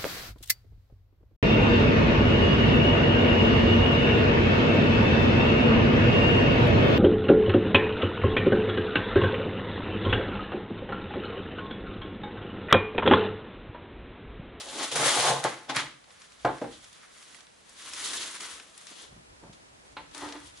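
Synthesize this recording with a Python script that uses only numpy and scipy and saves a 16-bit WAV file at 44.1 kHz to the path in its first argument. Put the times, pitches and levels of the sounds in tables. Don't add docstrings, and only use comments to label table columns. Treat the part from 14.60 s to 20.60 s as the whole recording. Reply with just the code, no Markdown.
import sys
import numpy as np
from scipy import signal
from scipy.fft import rfft, irfft, next_fast_len
from scipy.io import wavfile
from scipy.ndimage import map_coordinates

SR = 44100
rng = np.random.default_rng(int(sys.argv[2]) if len(sys.argv) > 2 else 0)


def wrap_up_sound(samples):
    columns = np.atleast_2d(samples).T
    tamed = np.clip(columns, -1, 1)
    steps = np.round(tamed * 32767).astype(np.int16)
    wavfile.write(sys.argv[1], SR, steps)


N = 264600

# time the full level is reached in seconds (the rise comes before it),
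# rustle level in dB, rise, hold and fall in seconds,
# flapping and crispness in dB relative to the rustle, left minus right in dB.
WRAP_MOVES = [ (0.0, -43.5, .1, 0.01, 0.23, -4.5, 0, 0.5), (0.238, -35.5, 0.32, 0.01, 0.13, -4, -1.5, 1),
              (0.317, -33.5, .01, 0.011, 0.084, -8.5, -1.5, 1.5),
              (0.359, -34.5, .012, 0.078, 0.25, 1.5, 3, 1), (0.46, -29.5, 0.28, 0.14, 0.26, -3, 0, 1),
              (0.6, -30, 0.27, 0.095, .22, -5, -1.5, 1), (0.84, -36, 0.017, 0, 0.24, 3.5, -2.5, 1),
              (1.098, -35, 0.017, 0.0077, 0.07, 0, -11, 1.5), (1.163, -35, .05, 0.022, 0.16, 3.5, -4.5, .5),
              (1.513, -61, .1, 0.4, 0.52, -1, -2, -0.5), (1.98, -57.5, 0.44, 0.088, 0.24, 2, -3, 0),
              (2.13, -50.5, 0.093, 0.0061, .15, -12, -6, .5),
              (2.248, -59.5, 0.38, 0.12, 0.32, -3.5, -0.5, -.5),
              (2.434, -61.5, 0.11, 0.017, .1, 5.5, -2, .5), (2.52, -60.5, 0.13, 0.21, .3, -0.5, 1, .5),
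              (2.74, -57.5, 0.22, 0.02, 0.17, -2, -1, -6), (3.196, -53.5, 0.088, 0.21, .3, -2.5, -0.5, 0.5),
              (3.394, -43.5, 0.46, 0.024, .2, -2, 0.5, 1), (3.455, -36.5, 0.12, 0.022, 0.12, -6, 0.5, 1),
              (3.505, -40.5, 0.054, 0.014, 0.07, -5.5, -0.5, 1),
              (3.537, -36.5, .015, 0.039, .12, -5.5, 1, 1), (3.606, -39, 0.045, 0.014, 0.41, -4, 0, 0.5),
              (3.75, -44.5, .1, .01, .1, -4, 0, 2), (3.803, -44, .012, 0.05, 0.31, -1.5, 1, 1.5),
              (3.916, -47, .1, 0.0029, 0.21, -2, 1, 1.5), (4.193, -55.5, 0.3, 0, .4, -2.5, 0.5, 2),
              (4.273, -51, .015, 0.029, .2, -6, -1, 1.5), (4.4, -48, 0.19, 0.016, 0.14, -7, -3.5, 3),
              (4.932, -55, .015, 0, 0.094, -10, -7, 2), (5.544, -48, 0.034, 0.049, 0.58, -2.5, -2.5, 4.5),
              (5.63, -51.5, .05, 0, 0.36, 2, -11, 0), (5.876, -55.5, 0.2, 0, 0.11, -15, -1.5, 2),
              (5.974, -55.5, 0.045, 0.003, 0.12, -11, 0, 1), ]
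# start in seconds, level in dB, centre of the noise band in Hz.
CREASE_SNAPS = [(0.3163, -28, 3780), (0.356, -18.5, 3600), (0.84, -18, 5030), (1.0974, -30, 3660),
                (1.1485, -21, 2250), (1.162, -20.5, 8500), (1.1658, -9, 2150), (1.4407, -40, 2200),
                (1.505, -37.5, 2150), (1.618, -39.5, 3850), (1.72, -40.5, 3360), (1.8496, -24, 2220),
                (1.9842, -39, 3230), (2.2424, -38.5, 3200), (2.329, -38, 4900), (2.6258, -36.5, 3270),
                (2.746, -35.5, 3100), (2.806, -37.5, 3280), (2.8678, -37.5, 2100), (3.093, -39.5, 8720),
                (3.1664, -42, 3430), (3.2214, -33, 3340), (3.3345, -23.5, 4130), (3.3796, -37, 3500),
                (3.5329, -19.5, 3400), (3.8067, -27.5, 3470), (3.9987, -29, 2220), (4.1774, -32.5, 7700),
                (4.2684, -28.5, 3120), (4.9313, -43, 3620), (5.5123, -41, 3070), (5.547, -26.5, 3560),
                (5.5781, -28.5, 9330), (5.6875, -31, 3000), (5.724, -27.5, 3000)]
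# frequency in Hz, relative density in dB per Hz.
RUSTLE_SPECTRUM = [(1470, -53), (2500, -8), (2850, -3.5), (3060, -1.5), (3320, 0.5), (4500, -3.5),
                   (5500, -6.5), (7150, -9.5), (12100, -120)]
CRISP_SPECTRUM = [(2940, -8.5), (5000, -7), (6430, -1), (10600, -1), (11300, -5.5), (11500, -44),
                  (15000, -60), (22000, -120)]
FLAP_SPECTRUM = [(410, -36), (700, -15), (1030, -1), (1360, 1), (1470, -1), (2090, -0.5), (2500, -5),
                 (3250, -17), (5500, -120)]
SNAP_T60_S, SNAP_ATTACK_S, SNAP_OCTAVES = 0.038, 0.00047, 2.05
CRACK_DB, CRACK_T60_S = 0.5, 0.0072


def film():
    moves = swells(WRAP_MOVES)
    flap_db, crisp_db, pan_db = np.transpose(WRAP_MOVES)[5:]

    def stereo(share_db):
        return np.array([joined(moves, share_db + pan_db / 2), joined(moves, share_db - pan_db / 2)])

    sound = stereo(0) * sheet(RUSTLE_SPECTRUM, spread_db=3.0, clump_db=1.5)
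    sound = sound + stereo(crisp_db) * sheet(CRISP_SPECTRUM, spread_db=4.0, clump_db=1.5)
    sound = sound + stereo(flap_db) * sheet(FLAP_SPECTRUM, spread_db=3.5, clump_db=1.5)
    sound = sound * amp(1.02 * wobble(24.98))

    t = np.arange(SR // 5) / SR
    fizz = amp(-60 * t / SNAP_T60_S)
    crack = amp(CRACK_DB - 60 * t / CRACK_T60_S)
    envelope = (fizz + crack) * (1 - np.exp(-t / SNAP_ATTACK_S))
    ratio = 2 ** (SNAP_OCTAVES / 2)
    for s, db, hz in CREASE_SNAPS:
        puff = rng.standard_normal((2, len(t))) * envelope
        band = signal.butter(2, [hz / ratio, min(hz * ratio, SR / 2.1)], "bandpass", fs=SR)
        pair = [0.65 * puff[0], 0.35 * puff[0] + 0.36 * puff[1]]
        at = round(s * SR)
        sound[:, at:at + len(t)] += amp(db) * signal.lfilter(*band, pair)[:, :N - at]
    return sound


# time the full level is reached in seconds (the rise comes before it),
# lid level in dB, rise, hold and fall in seconds, drive of walls, base and core in dB relative to the lid.
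ROLL_TUGS = [ (0.0, -53.5, .1, 0.0038, 0.079, 3.5, -6.5, -12),
             (0.14, -56.5, 0.028, 0.064, .1, -4, 14.5, -15), (0.195, -42.5, 0.33, 0.049, 0.11, -1, -5, -16),
             (0.317, -42.5, 0.0091, .03, .1, -9, -6, 3), (0.357, -35.5, .015, 0.043, 0.44, 1.5, -4.5, -8),
             (0.572, -30.5, 0.3, 0, 0.082, -7, -11.5, -30), (0.65, -29, .2, .06, 0.22, -5, -20, -8),
             (0.893, -48, 0.36, 0.028, 0.34, -5.5, -7, -11), (1.098, -45, 0.029, 0.12, 0.14, -4.5, -3, -3),
             (1.476, -67.5, .03, 0.0056, 0.14, 5.5, -14, 1), ]
# start in seconds, level in dB.
ROLL_JERKS = [(0.316, -25.5), (0.357, -23), (0.388, -18), (0.421, -18), (0.454, -20), (0.585, -18),
              (0.681, -24.5), (0.697, -14), (0.714, -31), (0.741, -27)]
# t60 in seconds, shares of lid, walls, base, core and bare edge in dB.
JERK_SHARES = (0.2, -12.5, -11, -22, -23.5, -7)
# start in seconds, level in dB, t60 in seconds,
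# shares of lid, walls, base, core and bare edge in dB.
BOX_KNOCKS = [(0.8465, -10.5, 0.081, -4.5, -10, -17, -26.5, -24),
              (1.084, -37, 0.049, -7, -12, -14, -28, -12), (1.095, -20, 0.12, -6.5, -19, -19.5, -44, -1.5),
              (1.166, -24, 0.08, -10, -15, -34, -11.5, 10.5),
              (1.8476, -9.5, 0.13, -5, -8, -20.5, -20.5, -49),
              (1.873, -16.5, 0.14, -4.5, -29, -28, -31, -14),
              (1.892, -24, 0.086, -17, -8.5, -9.5, -28, -21),
              (2.016, -18.5, 0.072, -11.5, -7, -13, -19, -42), (2.039, -28, 0.12, -6.5, -5, -5.5, -23, -26)]
# frequency in Hz, width in Hz, relative level in dB.
LID_MODES = [(691, 43, -5.5), (850, 55, 1.5), (970, 60, -5), (1085, 78, -4), (1240, 72, -9),
             (1385, 73, -10.5), (1576, 214, -11)]
WALL_MODES = [(470, 60, -2.5), (527, 44.4, -0.5), (624, 76, -1.5)]
BASE_MODES = [(258, 86, -4.5), (311.5, 81, -1)]
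CORE_MODES = [(140.7, 22, 0)]
EDGE_MODES = [(2170, 710, -4.5), (4000, 660, -3)]


def box():
    tugs = swells(ROLL_TUGS)
    walls_db, base_db, core_db = np.transpose(ROLL_TUGS)[5:]
    jerks = crackle(spread_db=3.5, clump_db=2.0)

    def drum(modes, db):
        return joined(tugs, db) * unit(filtered(jerks, body(modes)))

    card = drum(LID_MODES, 0) + drum(WALL_MODES, walls_db) + drum(BASE_MODES, base_db)
    core = filtered(drum(CORE_MODES, core_db), body(CORE_MODES))
    hits = [(s, db, *JERK_SHARES) for s, db in ROLL_JERKS] + BOX_KNOCKS
    parts = [LID_MODES, WALL_MODES, BASE_MODES, CORE_MODES, EDGE_MODES]
    return card + core + blows(hits, parts, ring_db=[13.8, 19.4, 23, 30.1, 0.97], first_db=2.0)


# time the full level is reached in seconds
# (the rise comes before it), level in dB, rise, hold and fall in seconds.
BOARD_DRAGS = [(5.55, -48, 0.017, 0.045, .1), (5.63, -39.5, 0.099, 0.012, 0.27), (5.75, -47.5, .1, 0, 0.11)]
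# start in seconds, level in dB, t60 in seconds,
# shares of clack, board, table and bare edge in dB.
BOARD_TAPS = [(4.524, -47, 0.072, -29, -19, -5, -21), (4.565, -50, 0.078, -23, -23, -1, -21),
              (4.831, -42, 0.1, -21, -17, -9.5, -31), (4.896, -43, 0.054, -21, -24, -5.5, -23),
              (5.367, -28, 0.1, -1, -17, -36, 0), (5.389, -38, 0.12, 1, -37, -22, -15),
              (5.62, -33.5, 0.075, -2, -2, -29, -11), (5.649, -33, 0.048, -6, -16, -35, -16),
              (5.699, -55, 0.054, -11, -11, -32, -8), (5.751, -33, 0.088, -11, -3.5, -48, -3)]
# frequency in Hz, width in Hz, relative level in dB.
BOARD_MODES = [(296, 20, 7)]
CLACK_MODES = [(455, 140, -5.5), (650, 110, -3), (905, 130, -1), (1236, 260, -4.5), (1650, 360, -10),
               (1930, 87, -5)]
TOP_MODES = [(160, 30, 6)]


def board():
    slips = unit(filtered(crackle(spread_db=2.5, clump_db=1.0), body(BOARD_MODES + CLACK_MODES)))
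    parts = [CLACK_MODES, BOARD_MODES, TOP_MODES, EDGE_MODES]
    taps = blows(BOARD_TAPS, parts, ring_db=[11.2, 17.6, 27.2, 4.7], first_db=0.0)
    return joined(swells(BOARD_DRAGS)) * slips + taps


TOUCH_S = 0.00011


def blows(table, parts, ring_db, first_db):
    force = np.zeros((len(parts), N + SR))
    t = np.arange(SR // 3) / SR
    touch = amp(first_db) * t / TOUCH_S * np.exp(1 - t / TOUCH_S)
    for s, db, t60, *share_db in table:
        decay = amp(-60 * t / max(t60, .003)) * (1 - np.exp(-t / 0.0012))
        contact = rng.standard_normal(len(t)) * decay - touch
        part_gain = amp(db + np.add(share_db, ring_db))[:, None]
        force[:, round(s * SR):][:, :len(t)] += part_gain * contact
    return sum(filtered(push[:N], body(part)) for push, part in zip(force, parts))


# time the full level is reached in seconds
# (the rise comes before it), level in dB, rise, hold and fall in seconds.
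BRUSHES = [(2.74, -64.5, .3, 0.024, .16), (3.55, -50.5, 0.67, 0, .58), (3.81, -56, 0.037, 0.042, .7),
           (4.32, -54.5, .03, 0, 0.034), (4.43, -60, 0.31, 0.011, .2), (4.53, -66, .07, 0, .2),
           (4.75, -62.5, 0.41, 0, .2), (4.84, -50, 0.057, 0, 0.19), (5.0, -65.5, 0.11, 0.54, .1)]
# time the full level is reached in seconds (the rise comes before it),
# level in dB, hold in seconds.
LEANS = [(0.0, -68, 0.11), (0.32, -71, 0.21), (0.85, -66, 0), (1.17, -75, .1), (1.877, -50, 0),
         (2.04, -68.5, 0.24), (3.3, -74, 0.34), (3.93, -71, 0), (4.494, -61, .06), (4.696, -60, 0.039),
         (4.827, -57, 0.053), (5.02, -70, .2), (5.306, -66, 0.21), (5.65, -59, 0), (5.82, -63, 0.14)]
# frequency in Hz, relative density in dB per Hz.
BRUSH_SPECTRUM = [(110, -46), (180, -7), (306, 2.5), (676, -3.5), (1030, -6), (1300, -14), (1690, -18),
                  (2860, -120)]
THUD_SPECTRUM = [(12, -49), (20, -15), (32, -11), (54, 5), (92, -1.5), (140, -2.5), (180, -16), (310, -120)]
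LEAN_RISE_S, LEAN_FALL_S, TABLE_REST_DB = .1, 0.14, -76.5


def handling():
    brushing = joined(swells(BRUSHES)) * sheet(BRUSH_SPECTRUM, spread_db=1.0, clump_db=-0.5)
    leans = [(s, db, LEAN_RISE_S, hold, LEAN_FALL_S) for s, db, hold in LEANS]
    leaning = joined(swells(leans)) + amp(TABLE_REST_DB)
    return brushing + leaning * sheet(THUD_SPECTRUM, spread_db=1.0, clump_db=0.5)


# frequency in Hz, t60 in seconds.
ROOM_DECAY = [(100, 0.49), (700, 0.25), (3000, 0.49), (11000, 0.23)]
# frequency in Hz, left-right likeness from 0 to 1.
ROOM_LIKENESS = [(60, 0.68), (150, 0.99), (400, 0.6), (1000, 0.48), (3000, 0.18), (11000, .05)]


def kitchen(x):
    hz, t, noise = signal.stft(rng.standard_normal((2, N)), SR, nperseg=256)
    decay = amp(-60 * t / along(ROOM_DECAY, hz)[:, None])
    pair = signal.istft(noise * decay, SR, nperseg=256)[1][:, :N]
    tail = wide(*pair, ROOM_LIKENESS)[:, :SR // 2]
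    delayed = np.pad(x, (200, 0))[None]
    return signal.fftconvolve(delayed, tail / np.linalg.norm(tail[0]), axes=1)[:, :N]


# frequency in Hz, relative density in dB per Hz.
COMMON_SPECTRUM = [(12, -39), (20, -20), (59, -13.5), (197, -2.5), (373, -9), (437, -5.5), (705, -6.5),
                   (1020, -9), (1570, -7.5), (2530, -10), (7320, -13.5), (10600, -17), (11500, -26),
                   (15000, -68), (22000, -120)]
OPPOSED_SPECTRUM = [(12, -52), (20, -27), (197, -4), (286, -4), (335, -2), (996, -3), (1410, -6.5),
                    (2100, -8), (2460, -10), (10300, -18), (11500, -27), (15000, -64), (22000, -120)]
# time in seconds, level in dB.
OPPOSED_LEVEL = [(0, -58), (1.5, -60.5), (2.3, -58.5), (3, -60.5), (4.1, -60.5), (4.4, -55.5), (5.2, -56.5),
                 (6, -55)]
AIR_DB = -61


def air():
    def hush(spectrum):
        return unit(filtered(crackle(spread_db=0.5, clump_db=0.8), lambda hz: amp(along(spectrum, hz))))

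    common = amp(AIR_DB) * hush(COMMON_SPECTRUM)
    opposed = amp(curves(OPPOSED_LEVEL)[0]) * hush(OPPOSED_SPECTRUM)
    return common + opposed * [[1], [-1]]


# frequency in Hz, left-right likeness from 0 to 1.
NEAR_LIKENESS = [(60, 0.95), (250, 0.94), (700, 0.81), (1500, 0.64), (4000, 0.54), (11000, 0.36)]


def sheet(spectrum, spread_db, clump_db):
    pair = wide(crackle(spread_db, clump_db), crackle(spread_db, clump_db), NEAR_LIKENESS)
    return unit(filtered(pair, lambda hz: amp(along(spectrum, hz))))


def crackle(spread_db, clump_db):
    size_db = spread_db * np.minimum(rng.exponential(size=N), 5) + clump_db * wobble(60)
    return unit(rng.standard_normal(N) * amp(size_db))


def wide(mono, other, alike):
    def turn(hz):
        return np.arccos(np.clip(along(alike, hz), -1, 1)) / 2

    mid, side = filtered(np.array([mono, other]), lambda hz: np.array([np.cos(turn(hz)), np.sin(turn(hz))]))
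    return np.array([mid + side, mid - side])


def body(modes):
    def response(f):
        return sum((-1) ** k * amp(db) * 1j * f * width / (centre * centre - f * f + 1j * f * width)
                   for k, (centre, width, db) in enumerate(modes))

    return response


SWING_DB = 30


def swells(rows):
    s, db, rise, hold, fall = np.abs(np.transpose(rows)[:5, :, None]) + 1e-4
    t = np.arange(0, N + 32, 32) / SR
    distance = np.maximum(0, np.maximum((s - t) / rise, (t - s - hold) / fall))
    return amp(-db - SWING_DB * distance)


def joined(gains, share_db=0):
    coarse = np.sqrt(np.sum((gains.T * amp(share_db)) ** 2, axis=1))
    return np.interp(np.arange(N), 32 * np.arange(len(coarse)), coarse)


def filtered(x, response):
    m = next_fast_len(N + SR // 2)
    return irfft(rfft(x, m) * response(np.fft.rfftfreq(m, 1 / SR)), m)[..., :N]


def wobble(rate):
    knots = rng.standard_normal(int(N * rate / SR) + 4)
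    return map_coordinates(knots, [np.arange(N) * rate / SR])


def curves(rows):
    s, *cols = np.transpose(rows)
    return [np.interp(np.arange(N) / SR, s, c, left=-120, right=-120) for c in cols]


def along(points, hz):
    f, v = np.transpose(points)
    return np.interp(np.log(hz + 1), np.log(f + 1), v)


def amp(db):
    return 10 ** (np.asarray(db) / 20)


def unit(x):
    return x / np.sqrt(np.mean(x ** 2) + 1e-20)


def scene():
    solids = filtered(box() + board(), lambda hz: (1j * hz / (90 + 1j * hz)) ** 2 / (1 + 1j * hz / 4500))
    wrap = filtered(film(), lambda hz: (1j * hz / (300 + 1j * hz)) ** 2)
    room = amp(-5) * kitchen(solids) + amp(-11.5) * kitchen(wrap.mean(axis=0))

    def lag(hz):
        return np.exp(-2j * np.pi * hz * np.array([[.000012], [0]]))

    return filtered(solids + wrap, lag) + room + handling() + air()


TOP_HZ = 11060


def record(dry):
    def response(hz):
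        loss_db = np.clip((hz - TOP_HZ) / 1500, 0, 1) * 42 + 18
        return amp(-loss_db) ** (hz > TOP_HZ)

    return filtered(dry, response)


dry = scene()
out = record(dry)
wrap_up_sound(out)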